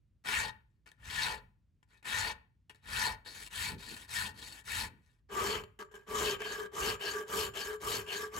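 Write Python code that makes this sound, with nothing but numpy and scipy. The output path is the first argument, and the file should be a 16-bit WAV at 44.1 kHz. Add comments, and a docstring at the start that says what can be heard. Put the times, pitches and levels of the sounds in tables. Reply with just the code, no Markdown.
"""A half-round hand file dresses two cast iron parts held in a bench vice: a bracket, then a lever that rings more.
Teeth bite on each push, as noise chips shaped by arm speed; later the file is dragged back in light, quick pulls.
The rasp excites resonances of file and iron; decaying noise bursts make the touches, faint swells the handling.
Filtered noise gives the bench rumble, dull knocking and still air; a short diffuse tail is the workshop."""
import sys
import numpy as np
from scipy import signal
from scipy.fft import rfft, irfft, next_fast_len
from scipy.io import wavfile

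SR = 44100
rng = np.random.default_rng(int(sys.argv[2]) if len(sys.argv) > 2 else 0)


def transcribe(signal):
    """Save signal, clipped to [-1, 1], as a 16-bit WAV file at the path in sys.argv[1]."""
    frames = np.atleast_2d(signal).T
    limited = np.clip(frames, -1, 1)
    pcm = np.round(limited * 32767).astype(np.int16)
    wavfile.write(sys.argv[1], SR, pcm)


N = 369999
TIME = np.arange(N) / SR
SIZE = next_fast_len(N + SR)   # room for filter tails
HZ = np.maximum(np.arange(SIZE // 2 + 1) * SR / SIZE, 1)

# All stroke, touch and swell levels are relative drives of the rasp, ahead of the resonances.
# Cutting strokes, tip towards tang; a low swell power means leaning on the file all the way:
# (start [s], length [s], bite [dB], hiss [dB], swell power [-], pressure rise from start to end [dB])
PUSHES = [ (0.245, 0.27, -33.5, -34.5, 0.92, -13), (0.965, 0.45, -37.5, -36.5, 2.53, 17.5),
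          (2.044, 0.29, -34.5, -35, 0.71, -2), (2.81, 0.36, -35, -34, 2.25, 13.5),
          (3.495, 0.27, -41.5, -37, 1.38, -5), (4.065, 0.27, -40.5, -36, 1.83, -6),
          (4.635, 0.26, -40.5, -36, 1.46, 3), (5.285, 0.36, -33, -34.5, 1.82, -4),
          (6.062, 0.32, -33, -33, 1.49, 3.5), (6.712, 0.26, -34.5, -35, 1.43, 6),
          (7.268, 0.24, -36, -34.5, 1.4, 0.5), (7.797, 0.24, -37, -35.5, 1.26, 1),
          (8.31, 0.23, -36, -35.5, 1.8, 5), ]
# Light return strokes, tang towards tip; columns as for the pushes:
# (start [s], length [s], bite [dB], hiss [dB], swell power [-], pressure rise from start to end [dB])
PULLS = [ (3.247, 0.24, -53.5, -49.5, 0.35, 6.5), (3.778, 0.29, -50, -48.5, 0.57, -1),
         (4.338, 0.29, -50.5, -49.5, 0.8, 3), (6.388, 0.29, -43.5, -45.5, 0.69, 0),
         (6.992, 0.25, -41.5, -42.5, 0.8, -2), (7.535, 0.24, -44, -42, 0.73, -1.5),
         (8.06, 0.24, -43, -41.5, 1.38, -2), ]
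# File set down on the iron or knocking against it: (time [s], level [dB], 60 dB decay time [s])
TOUCHES = [(0.24, -51, 0.065), (0.86, -54.5, 0.24), (0.875, -50, 0.03), (0.917, -50.5, 0.02),
           (1.829, -58, 0.037), (2.027, -55, 0.24), (2.053, -53, 0.042), (2.696, -44.5, 0.082),
           (2.747, -59, 0.16), (3.26, -48.5, 0.16), (3.782, -60, 0.018), (4.675, -49, 0.037),
           (5.637, -42, 0.022), (5.790, -44, 0.11), (5.802, -49, 0.16), (5.825, -51, 0.038),
           (5.913, -58.5, 0.42), (5.94, -52.5, 0.21), (5.952, -53.5, 0.055), (6.404, -42, 0.03),
           (6.419, -36.5, 0.02)]
# Faint swells: handling rustle, or the blade gliding or turning on the iron:
# (start [s], end [s], level [dB])
FAINT_SWELLS = [(0.638, 0.83, -89), (1.871, 2.012, -64.5), (4.91, 5.114, -79), (5.008, 5.22, -73.5),
                (6.956, 7.036, -65), (7.206, 7.336, -61), (7.48, 7.577, -65), (7.772, 7.84, -68),
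                (8.012, 8.108, -57.5), (8.26, 8.36, -64)]
# Gain of the rasp's treble, stronger in quick filing: (time [s], level [dB])
TREBLE_SIZZLE = [(2.2, -9.5), (3.0, -7), (3.6, -5), (4.8, -4), (5.5, -11.5), (7.4, -6)]

# Resonances of blade and part together, lifted most near one contact point (0 tip, 1 tang):
# (frequency [Hz], width [Hz], point [-], spread [-], lift on a push [dB], lift on a pull [dB])
FILE_AND_BRACKET_MODES = [(324, 420, 0.99, 1, -10.5, 6), (450, 170, 0.94, 0.16, 13.5, 2),
                          (908, 150, 0.8, 0.27, 10.5, 0.5), (1648, 990, 0.4, 0.36, 6, 0.5),
                          (2680, 1500, 1, 0.89, 1.5, 0.5), (4370, 390, 1, 0.85, 11.5, 15),
                          (6900, 340, 0.52, 0.12, 5.5, 8)]
FILE_AND_LEVER_MODES = [(424, 23, 0.21, 0.17, -7, 13.7), (673, 62, 0.864, 0.17, -1.5, 13),
                        (1165, 56, 0.19, 0.17, 14.5, 11.6), (1643, 162, 0.34, 0.63, -1, 12.7),
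                        (2740, 480, 0.88, 0.35, 9, 14.2), (4464, 274, 0.71, 0.25, 15, 19.5),
                        (6570, 200, 0.52, 0.11, 0, 15.3)]
# Broad response of each part with the file on it: (frequency [Hz], gain [dB])
BRACKET_COLOUR = [(150, 10.5), (300, 1), (550, -3), (900, 1), (1800, -3.5), (3000, 1.5), (5000, 0.5),
                  (7000, 2.5), (9000, 7.5), (10300, 2), (12000, 3), (14800, -13.5), (15700, -6)]
LEVER_COLOUR = [(150, 10.5), (300, -1.5), (550, -6.5), (900, 5), (1800, 3), (3000, 0.5), (5000, -0.5),
                (7000, 5.5), (9000, 5), (10300, -3), (12000, 6.5), (14800, -18), (15700, -2)]
# Modes of each part: (frequency [Hz], width [Hz], left lift [dB], right lift [dB])
BRACKET_MODES = [(429, 13, 7, 11), (865, 20, 10, 7), (996, 18, 9, 12), (1460, 118, 13, 12),
                 (1738, 43, 10, 6), (1852, 80, 16.5, 9), (2278, 45, 9, 12.5), (2555, 70, 8.5, 10.5),
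                 (2763, 30, 8, 0), (3138, 145, 6.5, 0), (3738, 70, 8, 5), (8100, 157, 8.5, 7)]
LEVER_MODES = [(197, 16, 9, 9), (391, 15, 5.5, 10), (428, 19, 31.5, 29), (596, 16, 9, 8), (969, 78, 1, 6),
               (1153, 28, 10, 11), (1245, 50, 8, 2), (1625, 70, 10, 11), (2281, 25, 4, 4),
               (3058, 120, 12, 9), (5361, 70, 8, 1), (7177, 9, 15, 15), (8419, 120, 11, 10.5),
               (11420, 40, 13, 13), (14230, 20, 25, 25)]
# Left minus right level: (frequency [Hz], level difference [dB])
BALANCE = [(150, -1.5), (700, 1), (1500, 1), (2700, 4.5), (4200, 7), (6000, 5), (7500, 0), (16000, 0)]
# Phase of the right side against the left: (frequency [Hz], phase [rad])
RIGHT_PHASE = [(450, 0), (700, -1.6), (1000, -.5), (1400, -2), (2000, -.3), (3200, -1.5), (3900, 0),
               (5500, -.8), (7500, 0), (8600, 3), (9300, 3.3), (10500, 6.28), (11700, 6.28), (12700, 9.3),
               (13900, 9.6), (14500, 12.57)]
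# Share of rasp power common to both sides: (frequency [Hz], share [0-1])
LIKENESS = [(300, .9), (800, .6), (2000, .6), (4500, .8), (5700, .55), (7200, .9), (15000, .92)]

# Dull knocking in the vice during quick strokes on the bracket: (start [s], end [s], level [dB])
KNOCKING = [(3.628, 3.843, -55.5), (3.845, 3.98, -54), (4.14, 4.45, -61.5), (4.729, 5.05, -56.5)]
# Spectrum of the knocking: (frequency [Hz], relative level [dB])
KNOCKING_COLOUR = [(30, -42), (60, -7), (100, 0.5), (200, 1), (330, -6), (480, -13), (900, -49)]
# Spectrum of the bench under load: (frequency [Hz], relative level [dB])
BENCH_COLOUR = [(20, -40.5), (30, -20.5), (42, -1.5), (72, -0.5), (115, -3.5), (160, -12.5), (200, -9.5),
                (300, -23), (550, -47.5)]
# Spectrum of the still room: (frequency [Hz], relative level [dB])
AIR_COLOUR = [(22, -42), (45, 14.5), (120, 9), (300, -10), (700, -27), (2500, -29.5), (8000, -38.5),
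              (16000, -50)]

LEVER_FROM_S = 5.2
BITE_FOLLOWS = 0.65   # the bite swells less than the hiss: share of the swell power
TANG_RISE_DB = 0.5   # bite and hiss are this much stronger at the tang than at the tip
SKIP_DB, SKIP_HZ = 1.8, 34   # the lightly held file skips on a pull: depth and corner rate
AIR_DB = -70.5
CUTOFF_HZ = 15850


def stroke_controls():
    """Stroke kinematics: half-sine speed sets bite and hiss; also gives contact point and pull state."""
    bite, hiss, place = np.zeros((3, N))
    pulling = np.ones(N)   # between strokes the file rests as lightly as on a pull
    for strokes, backwards in ((PUSHES, False), (PULLS, True)):
        for start, length, bite_db, hiss_db, swell, rise_db in strokes:
            near = (TIME > start) & (TIME < start + length)
            progress = (TIME[near] - start) / length
            speed = np.sin(np.pi * progress)   # no cutting where the file turns round
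            direction = 1 if backwards else -1
            from_middle = .5 * np.cos(np.pi * progress) * direction
            extra_db = rise_db * (progress - .5) + TANG_RISE_DB * from_middle
            bite[near] += speed ** (swell * BITE_FOLLOWS) * from_db(bite_db + extra_db)
            hiss[near] += speed ** swell * from_db(hiss_db + extra_db)
            place[near] = .5 + from_middle   # 0 tip, 1 tang
            pulling[near] = backwards
    skipping = from_db(pulling * SKIP_DB * drift(SKIP_HZ))
    return bite * skipping, hiss * skipping, place, pulling


def teeth(speed, slow_per_s, fast_per_s, size_db, chatter_db, chatter_hz, grab_db, grab_hz, rub_db):
    """Chip fracture as a Poisson process: uneven chips, densest in mid stroke, clumped by chatter."""
    per_s = slow_per_s + fast_per_s * speed
    cuts = rng.random(N) < per_s / SR
    sizes = from_db(size_db * np.minimum(rng.exponential(1, N), 4))
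    # the root keeps the power steady as the chip rate changes
    chips = rms_one(cuts * sizes * rng.standard_normal((3, N)) / np.sqrt(per_s))
    rubbing = from_db(rub_db) * rng.standard_normal((3, N))
    clumps = from_db(chatter_db * drift(chatter_hz) + grab_db * drift(grab_hz))
    return stereo(rms_one((chips + rubbing) * clumps))


def touches_and_swells():
    """Transient envelopes: a touch starts suddenly and decays exponentially; a faint swell rises and fades."""
    out = np.zeros(N)
    for start, level_db, t60 in TOUCHES:
        at = int(start * SR)
        age = TIME[:min(SR // 2, N - at)]
        out[at:at + len(age)] += from_db(level_db) * np.exp(-np.log(1000) * age / t60)
    return out + swells(FAINT_SWELLS)


def shifting(x, lowest_hz, highest_hz, depth_db, rate_hz, count):
    """Moving contact: as it wanders across the blade, neighbouring bands swell and fade on their own."""
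    for hz in np.geomspace(lowest_hz, highest_hz, count):
        gain = rms_one(from_db(depth_db * drift(rate_hz)))
        x = x + resonance(x * (gain - 1), hz, hz / 10)
    return x


def rasp(bite, hiss, speed):
    """Broadband excitation: coarse chips give the low bite, fine chips the high hiss."""
    light = touches_and_swells()
    coarse = teeth(speed, slow_per_s=1800, fast_per_s=4000, size_db=1.55, chatter_db=-0.6,
                   chatter_hz=206, grab_db=-0.47, grab_hz=40, rub_db=-2.5)
    fine = teeth(speed, slow_per_s=2000, fast_per_s=8700, size_db=1.5, chatter_db=1.27,
                 chatter_hz=180, grab_db=0.28, grab_hz=50, rub_db=-4.5)
    # a crossover whose two powers add to one
    low = below(2200)
    coarse_part = filtered(coarse * (bite + light), np.sqrt(low))
    fine_part = filtered(fine * (hiss + from_db(-4.5) * light), np.sqrt(1 - low))
    scrape = coarse_part + fine_part
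    treble = filtered(scrape, 1 - below(5900))
    sizzle = from_db(np.interp(TIME, *np.transpose(TREBLE_SIZZLE)))
    scrape = scrape + treble * (sizzle - 1)
    scrape = from_db(-1.88) * filtered(scrape, 1 - below(200))
    return from_db(-.5) * shifting(scrape, lowest_hz=1321, highest_hz=7190, depth_db=3.5, rate_hz=20, count=12)


def file_and_part(x, modes, place, pulling, wander_db, wander_hz):
    """Coupled resonance: each mode is lifted near its contact point, unevenly as the grip shifts."""
    for hz, width_hz, point, spread, push_db, pull_db in modes:
        nearness = np.exp(-((place - point) / spread) ** 2)
        stroke_db = push_db + pulling * (pull_db - push_db)
        lift_db = nearness * (stroke_db + wander_db * drift(wander_hz))
        x = x + resonance(x * (from_db(lift_db) - 1), hz, width_hz)
    return x


def casting(x, colour, modes):
    """Forced vibration: an iron part colours the rasp and rings at its modes."""
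    x = filtered(x, from_db(at_hz(colour)))
    for hz, width_hz, left_db, right_db in modes:
        lift = from_db([[left_db], [right_db]])
        x = x + (lift - 1) * resonance(x, hz, width_hz)
    return x


def filed_iron(scrape, place, pulling):
    """Source and filter in series: the rasp passes the joint resonances, then the response of the part."""
    on_lever = TIME >= LEVER_FROM_S
    parts = [
        (~on_lever, FILE_AND_BRACKET_MODES, BRACKET_COLOUR, BRACKET_MODES),
        (on_lever, FILE_AND_LEVER_MODES, LEVER_COLOUR, LEVER_MODES),
    ]
    iron = 0
    for in_vice, joint_modes, colour, modes in parts:
        joint = file_and_part(scrape * in_vice, joint_modes, place, pulling, wander_db=0.5, wander_hz=22.2)
        iron = iron + casting(joint, colour, modes)
    # level and phase differences between the two sides
    balance = from_db(at_hz(BALANCE) * [[.5], [-.5]])
    phase = np.exp(1j * at_hz(RIGHT_PHASE) * [[0], [1]])
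    return filtered(iron, balance * phase)


def knocking(lumpy_db, lumpy_hz):
    """Amplitude-modulated low noise: spells of uneven dull thudding."""
    uneven = from_db(lumpy_db * drift(lumpy_hz))
    return swells(KNOCKING) * uneven * rumble(KNOCKING_COLOUR, side_db=-10.5)


def bench(speed, pulling, push_db, pull_db, linger_db, linger_s):
    """Damped forced motion: each stroke shakes the bench, a push most, and it settles slowly."""
    load = speed * from_db(push_db + pulling * (pull_db - push_db))
    r = np.exp(-1 / (linger_s * SR))
    settling = from_db(linger_db) * signal.lfilter([1 - r], [1, -r], load)
    return np.hypot(load, settling) * rumble(BENCH_COLOUR, side_db=-13.0)


def workshop(x, t60, treble_t60, dull_hz, wet_db, delay_s):
    """Diffuse reverberation: a short exponential noise tail whose treble dies first."""
    age = TIME[:SR]
    echoes = rng.standard_normal((2, SR)) * (age > delay_s)
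    body = echoes * np.exp(-np.log(1000) * age / t60)
    treble = echoes * np.exp(-np.log(1000) * age / treble_t60)
    low = below(dull_hz)
    tail = rfft(body, SIZE) * low + rfft(treble, SIZE) * (1 - low)
    return from_db(wet_db) * filtered(x, tail / np.sqrt(np.sum(body ** 2) / 2))


def still_air():
    """Stationary random noise: the steady, mostly low sound of the still room."""
    return from_db(AIR_DB) * rumble(AIR_COLOUR, side_db=-9.5)


def rumble(colour, side_db):
    """Mid-side synthesis: coloured noise, mostly shared by both sides, of rms 1."""
    mid, side = filtered(rng.standard_normal((2, N)), from_db(at_hz(colour)))
    return rms_one(mid + from_db(side_db) * side * [[1], [-1]])


def stereo(three):
    """Partial coherence: one shared and two private signals make a partly alike pair."""
    alike = np.clip(at_hz(LIKENESS), 0, 1)
    return filtered(three[0], np.sqrt(alike)) + filtered(three[1:], np.sqrt(1 - alike))


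def resonance(x, hz, width_hz):
    """Damped oscillator: one mode with gain 1 at its peak."""
    b, a = signal.iirpeak(hz, hz / width_hz, fs=SR)
    return signal.lfilter(b, a, x + 1e-18)   # the tiny offset avoids denormal numbers


def swells(spells):
    """Half-sine envelopes: the sum of a rise and fall for each (start, end, level) row."""
    out = np.zeros(N)
    for start, end, level_db in spells:
        progress = np.clip((TIME - start) / (end - start), 0, 1)
        out += from_db(level_db) * np.sin(np.pi * progress)
    return out


def drift(rate_hz):
    """Low-passed Gaussian noise: a random wander of rms 1."""
    return rms_one(filtered(rng.standard_normal(N), below(rate_hz)))


def below(hz):
    """Smooth low-pass magnitude: gain one half at the corner."""
    return 1 / (1 + (HZ / hz) ** 4)


def filtered(x, gain):
    """Convolution theorem: apply a gain per frequency."""
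    return irfft(rfft(x, SIZE) * gain, SIZE)[..., :N]


def at_hz(points):
    """Logarithmic frequency scale: read a (frequency, value) table on the frequency grid."""
    hz, value = np.transpose(points)
    return np.interp(np.log(HZ), np.log(hz), value)


def rms_one(x):
    """Power normalisation: scale to rms 1."""
    return x / np.sqrt(np.mean(x ** 2) + 1e-20)


def from_db(db):
    """Logarithmic level: decibels to amplitude gain."""
    return 10 ** (np.asarray(db) / 20)


def scene():
    """Superposition: filed iron and its reverberation over knocking, bench and air."""
    bite, hiss, place, pulling = stroke_controls()
    speed = 2 * np.sqrt(np.clip(place * (1 - place), 0, 1))   # 1 in mid stroke, 0 at its ends
    iron = filed_iron(rasp(bite, hiss, speed), place, pulling)
    thuds = knocking(lumpy_db=4, lumpy_hz=4.8)
    shaking = bench(speed, pulling, push_db=-53.5, pull_db=-65.5, linger_db=3.5, linger_s=0.061)
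    room = workshop(iron, t60=0.35, treble_t60=0.13, dull_hz=3100, wet_db=-11.0, delay_s=0.0055)
    return iron + thuds + shaking + room + still_air()


def record(dry):
    """Band limitation: a steep low-pass cuts the top."""
    return filtered(dry, 1 / (1 + (HZ / CUTOFF_HZ) ** 200))


dry = scene()
out = record(dry)
transcribe(out)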